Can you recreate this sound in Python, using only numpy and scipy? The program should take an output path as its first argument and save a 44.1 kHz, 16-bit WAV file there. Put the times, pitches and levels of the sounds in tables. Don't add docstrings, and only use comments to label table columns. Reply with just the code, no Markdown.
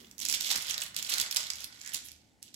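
import sys
import numpy as np
from scipy import signal
from scipy.fft import rfft, irfft
from scipy.io import wavfile

SR = 44100
rng = np.random.default_rng(int(sys.argv[2]) if len(sys.argv) > 2 else 0)


def to_wav(sig):
    pcm = np.clip(np.atleast_2d(sig), -1, 1) * 32767
    pcm = np.round(pcm).astype(np.int16)
    wavfile.write(sys.argv[1], SR, pcm.T)


N = 112454

# [t/s, strength/dB before SNAP_DB, ring f/Hz, treble/dB, share of energy in the flutter (0-1)]
CREASE_SNAPS = [(0.009, -25, 3260, -8, 0.7), (0.0461, -24.5, 3220, -26, 0.8), (0.0695, -29, 4480, -21, 0.7),
                (0.113, -19, 5630, -6, 0.3), (0.1817, -13, 5600, -2, 0.4), (0.192, -8.5, 5940, -6, 0.65),
                (0.2023, -8, 6420, 0, 0), (0.2137, -6, 5600, -9, 0.5), (0.2203, -6, 5840, -9, 0.36),
                (0.2291, -8, 5030, -8, 0.5), (0.2517, 1.5, 5300, -5, 0.65), (0.261, -3.5, 5330, -14, 0.86),
                (0.2868, 1, 5760, -6.5, 0.24), (0.2914, -4, 5700, -15, 0.7), (0.299, 2.5, 5720, -9, 0.1),
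                (0.303, -3, 5860, -6, 0.4), (0.313, -1.5, 5530, -2, 0.6), (0.3258, 3.5, 5900, -3, 0.54),
                (0.3453, -9, 5110, 9, 0.8), (0.3491, -4, 4520, -21, 0.3), (0.3597, -11, 5610, -20, 0.4),
                (0.4069, -3.5, 5630, 0, 0.84), (0.41, -1.5, 5330, -16, 0.06), (0.422, -5, 5530, -7, 0),
                (0.4454, -2.5, 3980, -8, 0.5), (0.4646, -12, 3600, -3, 0.7), (0.5045, 1, 5000, -7.5, 0.3),
                (0.5127, 3.5, 4070, -7, 0.8), (0.5166, -1, 5050, -7, 0.8), (0.5573, 0.5, 5330, -10, 0.85),
                (0.561, 1, 5770, -9, 0.3), (0.5766, -4.5, 6360, -2, 0.5), (0.6096, -10.5, 3400, -8, 0.4),
                (0.624, -7.5, 6960, 1, 0.1), (0.6687, -8, 4960, -5, 0.51), (0.6981, -4, 5280, -1, 0.4),
                (0.7079, -1.5, 5900, -11, 0.7), (0.7101, -1.5, 6900, -13, 0.65),
                (0.7435, -2, 5100, -22, 0.3), (0.78, -1, 3960, -11, 0.22), (0.8033, -11, 6000, -8, 0.31),
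                (0.81, -7.5, 4140, -5, 0.2), (0.8187, -2, 7180, -3, 0.25), (0.8214, -4.5, 3080, -27, 0.76),
                (0.8358, -7.5, 3900, 2.5, 0.6), (0.8636, -13, 4100, -3, 0), (0.8816, -21, 4370, 7, 0.3),
                (0.9456, -13, 5470, -13, 0.6), (0.9649, 0.5, 4340, -6.5, 0.45),
                (0.9892, -5.5, 4300, -4, 0.2), (1.0264, -2.5, 6320, -6.5, 0.63),
                (1.0482, -6.5, 5000, -10, 0.5), (1.07, -11.5, 5800, -5, 0.42), (1.0968, -1.5, 5490, 1, 0.3),
                (1.1004, -2.5, 5680, -2.5, 0.4), (1.1241, -3.5, 4240, -10, 0.4),
                (1.1394, 3.5, 4890, -3.5, 0.12), (1.143, -2, 5460, -16, 0.5), (1.1827, 1.5, 5980, -7, 0.4),
                (1.2, 5, 6100, -7.5, 0.18), (1.2128, 4.5, 4940, -2.5, 0.77), (1.2629, -9.5, 5030, -18, 0),
                (1.3119, -0.5, 5290, -4.5, 0.51), (1.3256, -3, 3870, -6, 0.6), (1.3471, -6.5, 5840, -4, 0),
                (1.362, 4, 4300, -8, 0.48), (1.3677, 5, 6400, -6, 0.7), (1.3696, 5, 5620, -13, 0.46),
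                (1.386, -12, 5920, -4, 0.8), (1.4686, -9.5, 4210, -12, 0.4), (1.503, 1.5, 5250, -13.5, 0.5),
                (1.535, -7.5, 6400, -11.5, 0.1), (1.557, -12.5, 6700, -7, 0.1), (1.606, -12.5, 6100, -3, 0),
                (1.6437, -5, 4830, -3, 0.3), (1.7261, -21, 4950, -27, 0.4), (1.815, -13, 6750, -14.5, 0.06),
                (1.8487, -16, 6200, -15, 0.5), (1.862, -11, 6260, -10, 0.65), (1.8758, -9.5, 5650, -8, 0.2),
                (1.8927, -12.5, 7100, -15, 0.52), (1.9356, -6, 5490, 5, 0.85),
                (1.9449, 0.5, 5500, -3.5, 0.57), (1.9475, -4, 5300, -10, 0.4),
                (1.9675, -9.5, 6300, -4, 0.5), (2.0863, -16, 6300, -7, 0.26),
                (2.118, -17.5, 5130, -2, 0.04), (2.4282, -12.5, 7570, -4, 0.15),
                (2.4795, -26, 3100, -13, 0.8), (2.5437, -15.5, 5710, -10, 0.05)]
# [f/Hz, level/dB per Hz]
SNAP_TONE = [(100, -25), (500, -28), (1200, -17.5), (2200, -2.5), (3300, 0.5), (6000, -1), (8000, 1.5),
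             (11500, 8), (16000, -3)]
SNAP_DB = -2.5
CRACK_S, FLUTTER_S = .00028, .0021
LEAD_S = .0003
RING_DB, RING_OCTAVES = 9.5, .32
TREBLE_HZ = 8710

# [t/s, level/dB before TICK_DB or FIZZ_DB]
CRACKLE_CURVES = [
    [(0, -52), (.1, -67), (.17, -72)],
    [(.175, -68), (.2, -38.5), (.275, -39.5), (.3, -35), (.345, -26), (.385, -47), (.41, -33), (.48, -29),
     (.52, -28), (.575, -36.5), (.66, -36.5), (.705, -29.5), (.765, -46.5), (.83, -38.5), (.87, -45),
     (.92, -81)],
    [(.955, -43), (.985, -30.5), (1.015, -44.5), (1.08, -37.5), (1.1, -28), (1.16, -35), (1.215, -31),
     (1.25, -38.5), (1.3, -48), (1.36, -43), (1.41, -33), (1.5, -48), (1.59, -43.5), (1.645, -40),
     (1.68, -72)],
    [(1.7, -55.5), (1.82, -47), (1.865, -45.5), (1.925, -45.5), (1.945, -32.5), (1.98, -41.5), (2.02, -52),
     (2.07, -49), (2.11, -52), (2.2, -68), (2.35, -74)],
    [(2.42, -56), (2.445, -56), (2.48, -54.5), (2.52, -68), (2.55, -42.5)],
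]
# [f/Hz, level/dB per Hz]
PAPER_TONE = [(100, -48), (450, -11.5), (900, -15.5), (1500, -9.5), (2200, 0), (3200, 5), (5700, 3),
              (7800, 2), (8900, -7), (11500, -3), (14000, -6), (16000, -22)]
TICKS_PER_S, TICK_SPREAD_DB, TICK_DB = 380, 3.6, -2.5
TICK_RING_DB, TICK_TREBLE_SPREAD_DB = 6.5, 4.5
FIZZ_SLIPS_PER_S, FIZZ_SPREAD_DB, FIZZ_DB = 4000, 3, -12
LEFT_OWN = .72

# [t/s, level/dB]
SHEET_LEVEL = [(0, -63), (.16, -72), (.28, -63), (.33, -54), (.48, -54.5), (.52, -42), (.57, -44),
               (.62, -53), (.72, -48.5), (.85, -49), (.89, -63), (.97, -53.5), (1.07, -57), (1.12, -47.5),
               (1.23, -46), (1.31, -53), (1.375, -48.5), (1.46, -55), (1.8, -63.5), (1.96, -55),
               (2.02, -74), (2.25, -80.5), (2.55, -76)]
# [f/Hz, level/dB per Hz]
SHEET_TONE = [(60, -10.5), (200, -7.5), (430, -10), (620, -3.5), (1000, 0.5), (1500, 3), (2100, 9),
              (3200, -27.5), (8000, -29)]
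# [t/s, length/s, level/dB, centre f/Hz]
RUSTLE_BANDS = [(0, 0.063, -62.5, 410), (.502, 0.027, -45, 800), (1.09, 0.1, -47.5, 1530),
                (1.362, 0.025, -47.5, 934), (1.59, .065, -54, 11140), (1.84, 0.09, -50, 1820),
                (2.04, 0.043, -46.5, 11000)]
BAND_OCTAVES = .24

# [f/Hz, level/dB against the paper]
TRAY_MODES = [(1478, 5.5), (2365, -3), (2533, -6), (3500, -2), (3877, -17), (3991, -19)]
TRAY_T60_S = .15

# [f/Hz, time to fade by 60 dB/s]
ROOM_FADE = [(200, 0.32), (1000, 0.68), (4000, 0.41), (8000, 0.33), (16000, 0.13)]
# [delay/s, left level/dB, right level/dB]
NEAR_ECHOES = [(.0018, -15, -53), (.0082, -17.5, -29), (0.0137, -20.5, -20)]
# [f/Hz, level/dB]
LEFT_DULLING = [(200, -2), (1200, -2.5), (2400, -6.5), (4000, -9), (8000, -14), (16000, -22)]
LEFT_LAG_S = .0003
ROOM_DB, ROOM_LEFT_DB = -9, -4
ROOM_GAP_S = .006
TAIL_SWING_S = .05

# [t/s, length/s, level/dB]
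SOFT_THUDS = [(0.157, 0.33, -62.5), (0.486, 0.038, -62), (0.546, 0.047, -51.5), (1.185, 0.061, -56),
              (1.62, 0.04, -64), (1.934, 0.05, -62.5)]
# [f/Hz, level/dB per Hz]
THUD_TONE = [(25, -2), (70, 9), (120, 5.5), (240, 11), (400, 1), (600, -7), (1000, 3), (3000, -58)]

# [t/s, centre f/Hz, level/dB]
RUMBLE_PATH = [(0, 225.3, -61), (.19, 205, -67), (.25, 240.3, -60), (.3, 251.6, -66), (.35, 320.6, -62),
               (.46, 300.3, -68.5), (.62, 129.6, -66.5), (.95, 130.2, -65.5), (1.14, 280.6, -61.5)]
# [distance from centre f/Hz, level/dB]
RUMBLE_BLUR = [(28, 0), (220, -28)]

# [f/Hz, level/dB per Hz]
AIR_TONE = [(20, -22.5), (50, -0.5), (75, -11), (110, 4), (150, -3), (210, 3), (300, 0), (450, -11.5),
            (850, -10.5), (1150, -31), (2500, -20.5), (7500, -21.5), (16000, -38)]
AIR_DB = -67
# [t/s, level/dB]
HUM_LEVEL = [(0, -75.5), (.9, -71), (1.35, -76), (1.58, -66), (1.7, -77.5), (1.9, -81), (2.15, -66),
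             (2.35, -92), (2.55, -94)]
# [f/Hz, level/dB]
HUM_WAVER = [(8, 11), (30, -61)]
HUM_HZ, HUM_WAVER_HZ = 75, 4

EDGE_HZ = 16000


def snaps():
    out = np.zeros((2, N))
    for start, db, hz, treble_db, share in CREASE_SNAPS:
        share = np.clip(share, .05, .95)
        click = ring(SNAP_TONE, hz, RING_DB, treble_db)
        crack = np.sqrt(1 - share) * burst(click, CRACK_S)
        flutter = np.sqrt(share) * burst(click, FLUTTER_S)
        sound = crack + flutter
        sound /= np.linalg.norm(sound[1])
        add(out, start - LEAD_S, amp(db + SNAP_DB) * sound)
    return out


def crackle(count=90):
    ticks = np.zeros((2, N))
    ticks_each = round(TICKS_PER_S * N / SR / count)
    for hz in np.geomspace(2700, 9000, count):
        treble_db = TICK_TREBLE_SPREAD_DB * rng.standard_normal()
        click = ring(PAPER_TONE, hz, TICK_RING_DB, treble_db)
        tick = burst(click, rng.uniform(CRACK_S, FLUTTER_S))
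        for when, size in rng.random((ticks_each, 2)):
            tick_db = -TICK_SPREAD_DB * np.log(size + .087)
            add(ticks, when * N / SR, amp(tick_db) * tick)
    fizz = colour(slips(FIZZ_SLIPS_PER_S, FIZZ_SPREAD_DB), PAPER_TONE)
    loudness = sum(level(curve) for curve in CRACKLE_CURVES)
    return loudness * (amp(TICK_DB) * unit(ticks) + amp(FIZZ_DB) * unit(fizz))


def sheet():
    rustle = colour(slips(1500, 5.0), SHEET_TONE)
    return level(SHEET_LEVEL) * unit(rustle)


def rustle_bands():
    out = np.zeros((2, N))
    f = np.fft.rfftfreq(N, 1 / SR)
    for start, length, db, hz in RUSTLE_BANDS:
        band = 1 / (1 + (np.log2((f + 1) / hz) / BAND_OCTAVES) ** 2)
        noise = irfft(rfft(slips(3000, 4.7)) * band, N)
        out += amp(db) * swell(start, length) * unit(noise)
    return out


def tray(paper):
    t = np.arange(SR // 2) / SR
    modes = sum(amp(db - 60 * t / TRAY_T60_S) * np.cos(2 * np.pi * hz * t) for hz, db in TRAY_MODES)
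    modes *= 2 * np.log(1000) / (TRAY_T60_S * SR)
    return signal.fftconvolve(paper, modes[None], axes=1)[:, :N]


def kitchen(paper, count=3):
    out = np.zeros((2, N))
    out[1] = paper[1]
    add(out[:1], LEFT_LAG_S, colour(paper[:1], LEFT_DULLING))
    for delay, left_db, right_db in NEAR_ECHOES:
        add(out, delay, amp([[left_db], [right_db]]) * paper)
    t = np.arange(N) / SR
    for k in range(count):
        share = np.sqrt(2 / count) * np.cos(np.pi * (t / TAIL_SWING_S + k / count))
        add(out, ROOM_GAP_S, signal.fftconvolve(share * paper[1:], tail(), axes=1))
    return out


def tail(size=256):
    taps = rng.standard_normal((2, SR)) * (rng.random((2, SR)) < 2500 / SR)
    hz, t, z = signal.stft(taps, SR, nperseg=size)
    fade = amp(-60 * t / read(ROOM_FADE, hz)[:, None])
    echo = signal.istft(z * fade, SR, nperseg=size)[1]
    echo /= np.linalg.norm(echo, axis=1, keepdims=True)
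    return echo * amp([[ROOM_DB + ROOM_LEFT_DB], [ROOM_DB]])


def thuds():
    loudness = sum(amp(db) * swell(start, length) for start, length, db in SOFT_THUDS)
    return loudness * low_noise(THUD_TONE, apart=.1)


def rumble():
    s, hz, db = np.transpose(RUMBLE_PATH)
    phase = 2 * np.pi * np.cumsum(np.interp(np.arange(N) / SR, s, hz)) / SR
    a, b = colour(rng.standard_normal((2, N)), RUMBLE_BLUR)
    return level(np.c_[s, db]) * unit(a * np.cos(phase) + b * np.sin(phase))


def room_tone():
    waver = unit(colour(rng.standard_normal(N), HUM_WAVER))
    hum = unit(np.sin(2 * np.pi * np.cumsum(HUM_HZ + HUM_WAVER_HZ * waver) / SR))
    return amp(AIR_DB) * low_noise(AIR_TONE, apart=.43) + level(HUM_LEVEL) * hum


def ring(points, hz, ring_db, treble_db=0, size=512):
    f = np.fft.rfftfreq(size, 1 / SR)
    bump = np.exp(-.5 * (np.log2((f + 1) / hz) / RING_OCTAVES) ** 2)
    shelf = .5 + .5 * np.tanh(10 * np.log((f + 1) / TREBLE_HZ))
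    db = read(points, f) + ring_db * bump + treble_db * shelf
    log_gain = np.log(amp(np.r_[db, db[-2:0:-1]]))
    click = np.fft.ifft(np.exp(np.conj(signal.hilbert(log_gain)))).real
    return click / np.linalg.norm(click)


def burst(click, seconds, size=700):
    t = np.arange(size) / SR
    envelope = (t / seconds) ** .5 * np.exp(-t / seconds)
    swarm = pair(*rng.standard_normal((2, size))) * envelope
    sound = signal.fftconvolve(swarm, click[None], axes=1)
    return sound / np.linalg.norm(sound, axis=1, keepdims=True)


def slips(per_s, spread_db):
    happens = rng.random(N) < per_s / SR
    size = amp(spread_db * np.minimum(rng.exponential(1, N), 3.5)) * happens
    own, right = size * rng.choice([-1., 1.], (2, N))
    return unit(pair(own, right))


def pair(own, right):
    return np.array([np.sqrt(1 - LEFT_OWN) * right + np.sqrt(LEFT_OWN) * own, right])


def swell(start, length):
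    t = np.arange(N) / SR
    return np.sin(np.pi * np.clip((t - start) / length, 0, 1)).clip(0) ** .5


def low_noise(points, apart):
    mid, side = rng.standard_normal((2, N))
    return unit(colour(np.array([mid + apart * side, mid - apart * side]), points))


def colour(x, points):
    gain = amp(read(points, np.fft.rfftfreq(2 * N, 1 / SR)))
    return irfft(rfft(x, 2 * N) * gain)[..., :N]


def read(points, hz):
    f, value = np.transpose(points)
    return np.interp(np.log(hz + 1), np.log(f), value)


def level(points):
    s, db = np.transpose(points)
    return amp(np.interp(np.arange(N) / SR, s, db, left=-140, right=-140))


def add(mix, start, sound):
    part = mix[:, max(round(start * SR), 0):][:, :sound.shape[1]]
    part += sound[:, :part.shape[1]]


def amp(db):
    return 10 ** (np.asarray(db) / 20)


def unit(x):
    return x / np.sqrt(np.mean(x ** 2) + 1e-20)


def scene():
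    paper = snaps() + crackle() + sheet() + rustle_bands()
    return kitchen(paper + tray(paper)) + thuds() + rumble() + room_tone()


def record(dry):
    low_pass = signal.firwin(255, EDGE_HZ, window=("kaiser", 8), fs=SR)
    return signal.oaconvolve(dry, low_pass[None], "same")


dry = scene()
out = record(dry)
to_wav(out)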